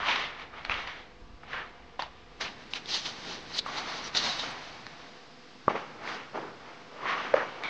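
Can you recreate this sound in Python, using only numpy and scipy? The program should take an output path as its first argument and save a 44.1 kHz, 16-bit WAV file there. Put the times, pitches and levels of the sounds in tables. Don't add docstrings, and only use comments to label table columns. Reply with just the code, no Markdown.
import sys
import numpy as np
from scipy import signal
from scipy.fft import rfft, irfft, next_fast_len
from scipy.io import wavfile
from scipy.ndimage import uniform_filter1d, map_coordinates

SR = 44100
rng = np.random.default_rng(int(sys.argv[2]) if len(sys.argv) > 2 else 0)


def volts(x):
    e = np.asarray(x, float) / 20
    return 10 ** e


def pcm_store(signal):
    levels = np.round(np.clip(np.atleast_2d(signal), -1, 1) * 32767)
    wavfile.write(sys.argv[1], SR, levels.astype(np.int16).T)


N = 339383

# (peak time [s], wall level [dB], rise [s], fall [s], brightness [dB])
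ON_TILES = [(0.0, -32.5, .05, 0.2, -11), (.092, -29, 0.12, 0.26, 9), (.2, -36, 0.28, 0.25, 6.5),
            (.422, -41.5, 0.13, 0.093, 2), (.538, -43.5, 0.032, 0.14, -11), (.582, -42.5, 0.077, 0.16, -1),
            (.66, -44, 0.034, 0.04, 9), (.712, -29.5, 0.027, 0.11, 0), (.785, -36, 0.17, 0.2, 5),
            (.875, -40.5, 0.017, 0.22, 7), (.99, -48.5, 0.21, 0.13, 6), (1.435, -40.5, 0.0058, .015, -19),
            (1.52, -42, 0.1, 0.035, 4.5), (1.531, -33.5, 0.0083, 0.15, -4), (1.58, -39, 0.089, 0.19, -2),
            (1.75, -54.5, 0.067, 0.87, -10), (1.997, -39.5, .008, 0.072, 13),
            (2.022, -48, 0.014, 0.085, 19), (2.22, -58.5, 0.88, 0.19, 7)]
# (peak time [s], wall level [dB], rise [s], fall [s], brightness [dB])
ON_BOARDS = [(2.41, -33.5, 0.012, 0.13, 6), (2.464, -41, 0.047, 0.065, -12),
             (2.62, -49.5, 0.24, 0.078, -2.5), (2.759, -41, 0.047, 0.072, 9), (2.894, -44, 0.039, 0.1, 15),
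             (2.951, -37.5, 0.1, 0.13, 14.5), (3.062, -39.5, 0.059, 0.13, 11.5), (3.17, -48.5, .2, 0.41, 1),
             (3.32, -42, 0.4, 0.2, 7), (3.575, -40.5, 0.22, 0.025, 6.5), (3.59, -41, 0.035, 0.017, 21.5),
             (3.669, -37.5, .04, 0.5, -2.5), (3.783, -34, 0.14, 0.11, 2.5),
             (3.888, -35.5, 0.18, 0.36, -0.5), (3.99, -46.5, 0.36, 0.079, 9.5), (4.08, -41, 0.21, 0.043, 7),
             (4.154, -31, 0.017, 0.061, 7.5), (4.17, -35, 0.033, 0.11, 15.5), (4.264, -31, 0.16, 0.27, 6.5),
             (4.393, -47.5, 0.017, 0.12, 17), (4.443, -35.5, 0.11, 0.39, 0.5), (4.65, -48.5, 0.21, 0.97, 3),
             (4.885, -50.5, .03, 0.079, -1), (5.016, -49, 0.4, 0.55, -2.5)]
# (peak time [s], wall level [dB], rise [s], fall [s], brightness [dB])
INSIDE = [(5.7, -32, 0.024, 0.082, 0), (5.764, -33, 0.037, 0.15, -2.5), (5.84, -42.5, 0.25, 0.51, -5.5),
          (6.04, -37, 0.078, .1, -3.5), (6.088, -33.5, 0.081, 0.28, 0), (6.2, -44, 0.26, 0.084, 2),
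          (6.358, -30, 0.034, 0.24, -11.5), (6.694, -44.5, 0.29, .4, -2.5), (6.972, -46, 0.21, 0.34, -10),
          (7.055, -38, 0.15, 0.2, -9), (7.093, -32, 0.12, 0.28, 2), (7.16, -37, 0.24, 1, -3.5),
          (7.27, -37, 0.31, 0.2, 0.5), (7.356, -29, 0.04, 0.18, -7), (7.43, -35.5, 0.13, 0.16, -4),
          (7.625, -39.5, 0.27, 0.14, -6), (7.645, -35.5, 0.036, 0.55, 0.5)]
# (level over walls [dB], share of brightness [ratio])
EDGE_RULE = [(1.2, 0.28), (-1.5, 0.23), (-1.2, 1)]
# (level over walls [dB], share of brightness [ratio], loudest pitch [Hz])
FUR_RULE = [(-7, 0.84, 3460), (1, 1, 4160), (-12.5, .6, 4800)]
# (loudest pitch [Hz], pitch shift per 10 dB of brightness [octaves], loss per octave away [dB])
WALL_RULE = [(1190, -0.17, 6), (990, -0.03, 5), (1146, 1.5, 3)]
# (frequency [Hz], width [Hz], level [dB])
WALL_MODES = [(374, 258, -3), (551, 301, -1.5), (839, 385, -3.5), (1172, 290, -1.5), (1475, 370, -3.5)]
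# (frequency [Hz], width [Hz], level [dB])
EDGE_MODES = [(1830, 434, -0.5), (2260, 225, -1), (2750, 830, -6.5)]
# (frequency [Hz], width [Hz], level [dB])
FUR_MODES = [(3000, 650, 0.5), (3770, 640, 1.5), (4350, 1540, -4), (5930, 500, 7), (6430, 1170, 2.5)]
# (frequency [Hz], width [Hz], level [dB])
DUST_MODES = [(7540, 1200, 0), (8900, 1400, 2.5)]
DUST_DB = [-27, -14.5, -30]
# (start [s], end [s],
# frequency [Hz], width [Hz], level [dB])
CHATTER = [(0.066, 0.153, 960, 170, -36), (0.066, 0.162, 2460, 290, -34), (1.529, 1.65, 1630, 250, -43.5),
           (2.012, 2.048, 920, 300, -42.5), (5.689, 5.802, 420, 390, -42), (7.045, 7.17, 1800, 470, -36.5),
           (6.03, 6.2, 4600, 3400, -46), (3.53, 3.59, 4500, 760, -41), (2.43, 2.5, 2400, 1100, -41),
           (2.75, 2.79, 2400, 900, -42.5), (7.352, 7.445, 1650, 560, -37), (4.28, 4.35, 3840, 350, -36.5),
           (3.2, 3.44, 270, 350, -51), (4.375, 4.43, 3700, 300, -42), (.705, .735, 2550, 300, -39),
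           (3.665, 3.725, 1120, 130, -45), (3.76, 3.81, 4250, 300, -43), (4.029, 4.09, 5750, 290, -41.5),
           (4.15, 4.215, 4000, 250, -35), (4.21, 4.285, 3900, 500, -38), (7.028, 7.046, 1090, 90, -43),
           (7.052, 7.07, 1110, 120, -38), (7.086, 7.112, 1100, 90, -38), (7.634, 7.675, 2260, 170, -39),
           (7.674, 7.7, 2260, 200, -41), (2.7, 2.74, 5500, 2500, -52), (2.88, 3.0, 4600, 1400, -36),
           (7.35, 7.45, 1200, 450, -40), (.17, .3, 3000, 1200, -41), (.01, .09, 1100, 350, -39),
           (2.004, 2.016, 900, 250, -47.5), (2.056, 2.07, 750, 300, -51), (7.052, 7.1, 1700, 500, -43),
           (7.63, 7.71, 3540, 550, -45),
           (.082, .092, 2500, 900, -35), (.156, .167, 2300, 1500, -34), (.155, .167, 1000, 400, -38),
           (.716, .725, 2600, 500, -36), (.739, .745, 2600, 900, -40), (.649, .652, 3200, 1900, -44),
           (.8725, .877, 2000, 900, -43.5), (2.7345, 2.7378, 5800, 1500, -45),
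           (2.94, 2.958, 4200, 1500, -36), (3.05, 3.066, 4200, 2500, -44), (3.586, 3.601, 4100, 900, -32),
           (4.1685, 4.179, 4250, 600, -32), (4.393, 4.401, 3800, 400, -37), (5.752, 5.768, 2020, 400, -43),
           (5.753, 5.766, 480, 250, -40), (7.103, 7.16, 1150, 130, -36), (7.14, 7.23, 1150, 200, -39.5),
           (7.06, 7.17, 2900, 1500, -43.5), (7.14, 7.31, 2600, 1500, -46), (7.363, 7.372, 1750, 700, -38),
           (7.44, 7.63, 2700, 1300, -53)]
# (time [s], peak level [dB], ring [Hz], thud level [dB], crack level [dB])
TICKS = [(0.396, -34, 2320, 2, -10), (0.6962, -16, 2480, 8, -20), (1.4335, -49, 1910, -4, -4),
         (1.532, -21.5, 1700, -15, -29), (1.9941, -34, 2870, 14, -3), (2.41, -29.5, 1960, -22, 0),
         (2.858, -31, 3600, -21, -5), (2.941, -23, 3770, -39, -29), (3.5905, -16, 4000, -36, -15),
         (4.1493, -16, 3870, -14, -8), (4.1735, -14, 4300, -30, -14), (6.076, -29, 2300, -17, -26)]
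# (time [s], peak level [dB], ring [Hz], thud level [dB], crack
# level [dB])
CLAWS = [(0.6499, -21.5, 4200, 5, -14), (0.8738, -30, 4600, 10, -16), (7.34, -11, 1400, 0, -19),
         (2.7351, -16, 3800, -18, -9), (2.7362, -14, 2800, -25, -18), (4.3962, -23, 3800, -20, -16),
         (4.2398, -14.5, 4000, -20, -14), (7.6362, -19, 2100, -8, -14), (7.6368, -24, 3700, -20, -14),
         (1.994, -31, 3900, -8, -8), (2.8902, -27, 4240, -20, -14), (3.0553, -25, 3500, -15, -10),
         (2.0218, -19.5, 4470, 4.5, -11), (4.866, -28.5, 4320, 6, -3.5)]
# (time [s], peak level [dB], ring [Hz], cavity level [dB], ring t60 [s])
KNOCKS = [(1.9926, -21, 980, -11, 0.035), (3.662, -21.5, 1170, -25, 0.065), (4.437, -27, 1360, -20, 0.045),
          (5.6805, -5.5, 1118, -21, 0.032), (5.6804, -11, 572, -29, 0.026), (5.705, -25, 1180, -22, 0.03),
          (5.7565, -21.5, 1160, -10, 0.022), (7.3395, -13, 1200, 9.5, 0.032), (7.3372, -24, 900, -10, 0.01),
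          (1.9964, -23, 920, -15, 0.02)]
# (time [s], peak level [dB], half width [s])
SNAPS = [(.712, -25, .00015), (.8879, -29, .0002), (4.4345, -25, .0002), (4.437, -24, .0003),
         (5.692, -26, .0003), (5.7027, -17, .0003), (5.7075, -20, .0004), (5.7111, -17, .0003),
         (5.7422, -27, .0003), (5.7527, -25, .0003), (5.7559, -20, .0003), (5.7655, -22, .0004),
         (5.814, -30, .0003), (6.3455, -30, .0004), (6.3499, -24, .0004), (6.3578, -19, .0003),
         (6.3599, -21, .0003), (6.3772, -18, .0003), (6.3895, -27, .0004), (6.4242, -29, .0003),
         (6.4403, -29, .0003), (7.056, -22, .0002), (7.1522, -21, .0002), (7.1566, -24, .0002),
         (7.181, -24, .0002), (7.1893, -26, .0002), (7.1972, -25, .0002), (7.3397, -17, .00025),
         (7.3414, -10, .00025), (7.3646, -16, .00025), (7.371, -15, .0003), (7.3776, -16, .0003),
         (7.388, -22, .0003), (7.4054, -22, .00025), (7.4146, -25, .0003), (7.4404, -23, .00025),
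         (7.4525, -28, .0003), (7.6073, -33, .0003), (7.6145, -33, .0003), (7.619, -31, .0003)]
# (frequency [Hz], t60 [s])
ROOM = [(200, 0.62), (1500, 0.38), (8000, 0.16)]
# (frequency [Hz], gain [dB])
MIC = [(30, -27.5), (130, 0.5), (5000, -4), (7000, -16.5), (8500, -28.5), (9700, -34), (10000, -70)]
# (frequency [Hz], side to mid level [dB])
SPREAD = [(100, -30.5), (1000, -34.5), (2500, -26), (5000, -25.5), (9000, -31)]
CUTS = [2.47, 4.88]
# (frequency [Hz], density [dB per Hz])
TONES = [
    [(250, -14.5), (480, 3), (560, -10), (700, -5), (2000, -10.5), (5000, -16.5), (7500, -30.5),
     (9800, -58.5)],
    [(250, -9), (480, -5), (560, -10.5), (700, -11), (2000, -10), (5000, -18.5), (7500, -35.5), (9800, -55)],
    [(90, -26), (490, -3.5), (570, -20), (690, -6), (800, -10), (5000, -15), (7500, -30.5), (9800, -57.5)],
]
TONE_DB = [-57.5, -50.5, -54.5]
# (multiple of the mains [ratio], rms level [dB])
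HUM = [(3, -70), (5, -69), (7, -72), (10, -69), (14, -69), (20, -74), (22, -76), (23, -73), (24, -72),
       (32, -78)]
# (frequency [Hz], density [dB per Hz])
RUMBLE = [(14, -12.5), (24, -6), (40, 9.5), (60, 3), (90, 4.5), (140, -56)]
RUMBLE_DB = [-61.5, -67, -73]
# (time [s], level [dB])
JOLTS = [(0.0, -51), (.41, -75), (.7, -53), (.85, -55), (1.235, -58), (1.34, -58), (1.549, -56),
         (2.01, -63), (3.6, -62), (5.05, -70), (2.44, -57.5), (4.18, -56), (5.68, -58), (6.02, -66),
         (7.07, -70), (7.35, -67)]
# (peak time [s], peak level [dB], half width [s])
BUMPS = [(.7, -30.5, 0.0043), (.748, -39, .005), (.785, -42, .008), (1.236, -41, 0.0087),
         (1.305, -40, 0.0031), (1.346, -39, 0.0058)]
# (frequency [Hz], density [dB per Hz])
BOOM = [(70, -29), (110, -1.5), (160, -1), (250, 1.5), (330, -3), (500, -53.5)]
BOOM_DB = [-59, -57, -58.3]

REST_HZ, REST_DB = 720, -49
HIT_S = np.arange(int(.08 * SR)) / SR


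def drag():
    on_walls, on_edge, on_fur, wall_hz, fur_hz, focus_db = pressure()
    walls = friction(WALL_MODES, (300, 1900), wall_hz, focus_db=focus_db, rate=450,
                     scatter_db=5.5, clump_db=-0.3, smooth=2.7)
    edge = friction(EDGE_MODES, (1300, 3500), np.full_like(wall_hz, 2400), focus_db=12.0, rate=1700,
                    scatter_db=-0.5, clump_db=0.16, smooth=1.0)
    fur = friction(FUR_MODES, (3000, 8000), fur_hz, focus_db=17.0, rate=2200,
                   scatter_db=-2.0, clump_db=0.5, smooth=5.9)
    dust = friction(DUST_MODES, (6000, 11000), fur_hz, focus_db=0.5, rate=2600,
                    scatter_db=7.0, clump_db=4.0, smooth=1.5)
    on_dust = on_fur + volts(-4.5) * on_walls
    out = volts(np.array(DUST_DB)[scene_index()]) * sampled(on_dust) * dust
    out += volts(2.89) * sampled(on_walls) * walls
    out += volts(0.08) * sampled(on_edge) * edge
    return out + volts(3.0) * sampled(on_fur) * fur


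def pressure():
    tables = [ON_TILES, ON_BOARDS, INSIDE]
    s, db, rise, fall, bright = np.concatenate(tables).T
    kind = np.repeat(np.arange(len(tables)), [len(t) for t in tables])
    edge_db, edge_share = np.array(EDGE_RULE)[kind].T
    fur_db, fur_share, fur_hz = np.array(FUR_RULE)[kind].T
    wall_hz, octaves, focus_db = np.array(WALL_RULE)[kind].T
    walls = swells(s, db, rise, fall)
    edge = swells(s, db + edge_db + edge_share * bright, rise, fall, steeper=1.077)
    fur = swells(s, db + fur_db + fur_share * bright, rise, fall, steeper=1.36)
    rest = volts(REST_DB) ** 2
    stroke_hz = wall_hz * 2 ** (octaves * bright / 10)
    wall_pitch = (stroke_hz @ walls + REST_HZ * rest) / (walls.sum(0) + rest)
    fur_pitch = fur_hz @ fur / fur.sum(0)
    focus = focus_db @ walls / walls.sum(0)
    gains = [np.sqrt(p.sum(0)) for p in (walls, edge, fur)]
    return gains + [wall_pitch, fur_pitch, focus]


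def swells(s, db, rise, fall, steeper=1):
    t = np.arange(N * 1000 // SR + 2) / 1000 - s[:, None]
    before = -t / np.maximum(rise, .004)[:, None]
    after = t / np.maximum(fall, .004)[:, None]
    span = np.where(t < 0, before, after)
    return volts(db[:, None] - steeper * 20 * span) ** 2


def friction(modes, skirt_hz, loudest_hz, focus_db, rate, scatter_db, clump_db, smooth):
    size = volts(scatter_db * np.clip(rng.standard_normal(N), -2, 2))
    slips = (rng.random(N) < rate / SR) * -size
    clumps = volts(clump_db * (wobble(28) + wobble(90)))
    rub = (unit(slips) + smooth * rng.standard_normal(N)) * clumps
    low, high = skirt_hz
    hz, width, db = np.transpose(modes)[:, :, None]

    def response(f):
        skirt = (1j * f / low / (1 + 1j * f / low)) ** 2 / (1 + 1j * f / high) ** 2
        return skirt * volts(db) * 1j * f * width / (hz * hz - f * f + 1j * f * width)

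    rings = filtered(rub, response)
    share = volts(-focus_db * np.abs(np.log2(hz / loudest_hz)))
    power = np.sum(share ** 2 * np.mean(rings ** 2, axis=1, keepdims=True), axis=0)
    gains = share / np.sqrt(power)
    return sum((-1) ** k * sampled(g) * r for k, (g, r) in enumerate(zip(gains, rings)))


def chatter():
    out = np.zeros(N + SR)
    for start, end, hz, width, db in CHATTER:
        n = int((end - start) * SR)
        mode = signal.iirpeak(hz, hz / (1.5 * width), SR)
        swing = signal.lfilter(*mode, signal.lfilter(*mode, rng.standard_normal(16384)))
        evenness = np.clip(.6 * (1 - 2 * width / hz), 0, 1)
        swing = swing / np.abs(signal.hilbert(swing)) ** evenness
        rub = swing[2000:][:n] * signal.windows.tukey(n, .6) * volts(-4 * np.arange(n) / n)
        place(out, start, volts(db) * unit(np.pad(rub, (0, 2000)))[:n])
    return out[:N]


def ticks():
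    out, t = np.zeros(N + SR), HIT_S
    lead_s = .0006
    events = [(*r, .0095) for r in TICKS] + [(*r, .005) for r in CLAWS]
    for s, db, hz, thud_db, crack_db, t60 in events:
        grit = 0.38 * rng.standard_normal(len(t)) * volts(-60 * t / max(2.13 * t60, .002))
        step = (1 - t / 0.00024) * np.exp(-t / 0.0001) * (1 - np.exp(-t / .00006))
        crack = step + grit
        thud = ring(930, 0.0023, attack=0.0002) - 1.1 * ring(1900, 0.0017, attack=.0001)
        place(out, s, -volts(db + 8.5) * ring(hz, t60, attack=0.00043))
        place(out, s + lead_s, volts(db + thud_db + 3.5) * thud - volts(db + crack_db + 13.5) * crack)
    return out[:N]


def knocks():
    out, t = np.zeros(N + SR), HIT_S
    cavity_hz = 547
    settle = 1 / (1 + (t / 0.0066) ** 6)
    push = np.exp(-((t - .0004) / 0.00075) ** 2) * (1 - np.exp(-t / 0.0004)) ** 2
    for s, db, hz, cavity_db, t60 in KNOCKS:
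        puff = uniform_filter1d(rng.standard_normal(len(t)), size=8) * volts(-60 * t / .008)
        rings = ring(hz, t60, attack=0.0012) - volts(cavity_db) * ring(cavity_hz, 3 * t60, attack=0.0014)
        swing = ring(0.85 * hz, 0.007, attack=0.00028)
        push_db = -35 - 0.18 * db + 12.5
        hit = settle * rings + 2.4 * swing + volts(push_db) * push + 0.042 * puff
        place(out, s + .0004, -volts(db) * hit)
    return out[:N]


def ring(hz, t60, attack):
    decay = volts(-60 * HIT_S / max(t60, .002))
    return np.sin(2 * np.pi * hz * HIT_S) * decay * (1 - np.exp(-HIT_S / attack)) ** 2


def snaps():
    out, t = np.zeros(N + SR), np.arange(-100, 100) / SR
    for s, db, half in SNAPS:
        u = (t / (1.3 * half)) ** 2
        place(out, s + t[0], -volts(db - 1) * (1 - 2 * u) * np.exp(-u))
    return out[:N]


def room(x):
    hz, t, z = signal.stft(rng.standard_normal(SR // 2), SR, nperseg=256)
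    decay = volts(-60 * t / along(ROOM, hz)[:, None])
    tail = signal.istft(z * decay, SR, nperseg=256)[1]
    return signal.fftconvolve(np.pad(x, (350, 0)), tail / np.linalg.norm(tail))[:N]


def background():
    return room_tone() + hum() + bumps() + rumble() + boom()


def room_tone():
    out = np.zeros(N)
    for k, spectrum in enumerate(TONES):
        fade = np.sqrt(np.abs(uniform_filter1d(1. * (scene_index() == k), int(0.43 * SR))))
        out += fade * volts(TONE_DB[k] + 0.21 * wobble(5)) * hiss(spectrum)
    return out


def hum():
    t, mains_hz = np.arange(N) / SR, 50.02
    out = np.zeros(N)
    for k, db in HUM:
        line = np.sin(2 * np.pi * (k * mains_hz * t + rng.random()))
        out += np.sqrt(2) * volts(db + 2.5 * wobble(4)) * line
    return out


def bumps():
    out, t = np.zeros(N + SR), np.arange(-4000, 4000) / SR
    for s, db, half in BUMPS:
        dip = np.exp(-(t / half) ** 2) - 0.43 * np.exp(-(t / (3.0 * half)) ** 2)
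        place(out, s + t[0], -volts(db) * dip)
    return out[:N]


def rumble():
    s, db = np.transpose(JOLTS)
    jolts = sampled(swells(s, db, rise=0 * s + .04, fall=0 * s + 0.18).sum(0))
    steady = volts(np.array(RUMBLE_DB)[scene_index()]) ** 2
    return np.sqrt(jolts + steady) * unit(volts(1.2 * wobble(14)) * hiss(RUMBLE))


def boom():
    shove = np.abs(uniform_filter1d(pressure()[0] ** 2, 53))
    shove_db = 10 * np.log10(shove + volts(REST_DB) ** 2)
    boom_db = np.array(BOOM_DB)[scene_index()] + 0.55 * sampled(shove_db + 43.5)
    return volts(boom_db) * unit(volts(1.2 * wobble(12)) * hiss(BOOM))


def scene_index():
    return np.searchsorted(CUTS, np.arange(N) / SR)


def place(out, s, sound):
    out[round(s * SR):][:len(sound)] += sound


def unit(x):
    return x / np.sqrt(np.mean(x ** 2) + 1e-20)


def along(points, hz):
    f, v = np.transpose(points)
    return np.interp(np.log(hz + 1), np.log(f + 1), v)


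def sampled(v):
    return np.interp(np.arange(N) * 1000 / SR, np.arange(len(v)), v)


def wobble(rate):
    at = np.arange(0, N + 16, 16)
    knots = rng.standard_normal(int(N * rate / SR) + 4)
    return np.interp(np.arange(N), at, map_coordinates(knots, [at * rate / SR]))


def filtered(x, response):
    m = next_fast_len(N + SR // 2)
    return irfft(rfft(x, m) * response(np.fft.rfftfreq(m, 1 / SR)), m)[..., :N]


def hiss(spectrum):
    return unit(filtered(rng.standard_normal(N), lambda hz: volts(along(spectrum, hz))))


def scene():
    rasp = drag() + chatter()
    hits = ticks() + knocks() + snaps()
    mid = rasp + hits + volts(-19.5) * room(rasp) + volts(-15.5) * room(hits)
    mid = filtered(mid, lambda hz: volts(along(MIC, hz))) + background()
    end_s = 7.696
    return np.array([mid, mid]) * (np.arange(N) < end_s * SR)


def top_cut(x):
    return signal.sosfilt(signal.butter(12, 9950, fs=SR, output="sos"), x)


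def record(dry):
    hz, _, z = signal.stft(dry[0], SR, nperseg=1024)
    field = uniform_filter1d(rng.standard_normal(z.shape), size=24, axis=0)
    field = uniform_filter1d(field, size=3, axis=1)
    is_patch = unit(field) + 1.1 * rng.standard_normal(z.shape[1]) > .7
    scrambled = z * is_patch * np.exp(2j * np.pi * rng.random(z.shape))
    spread = volts(along(SPREAD, hz) + 10.5)[:, None]
    side = signal.istft(scrambled * spread, SR, nperseg=1024)[1][:N]
    mix = dry + np.array([side, -side]) + 0.0013
    return top_cut(mix)


dry = scene()
out = record(dry)
pcm_store(out)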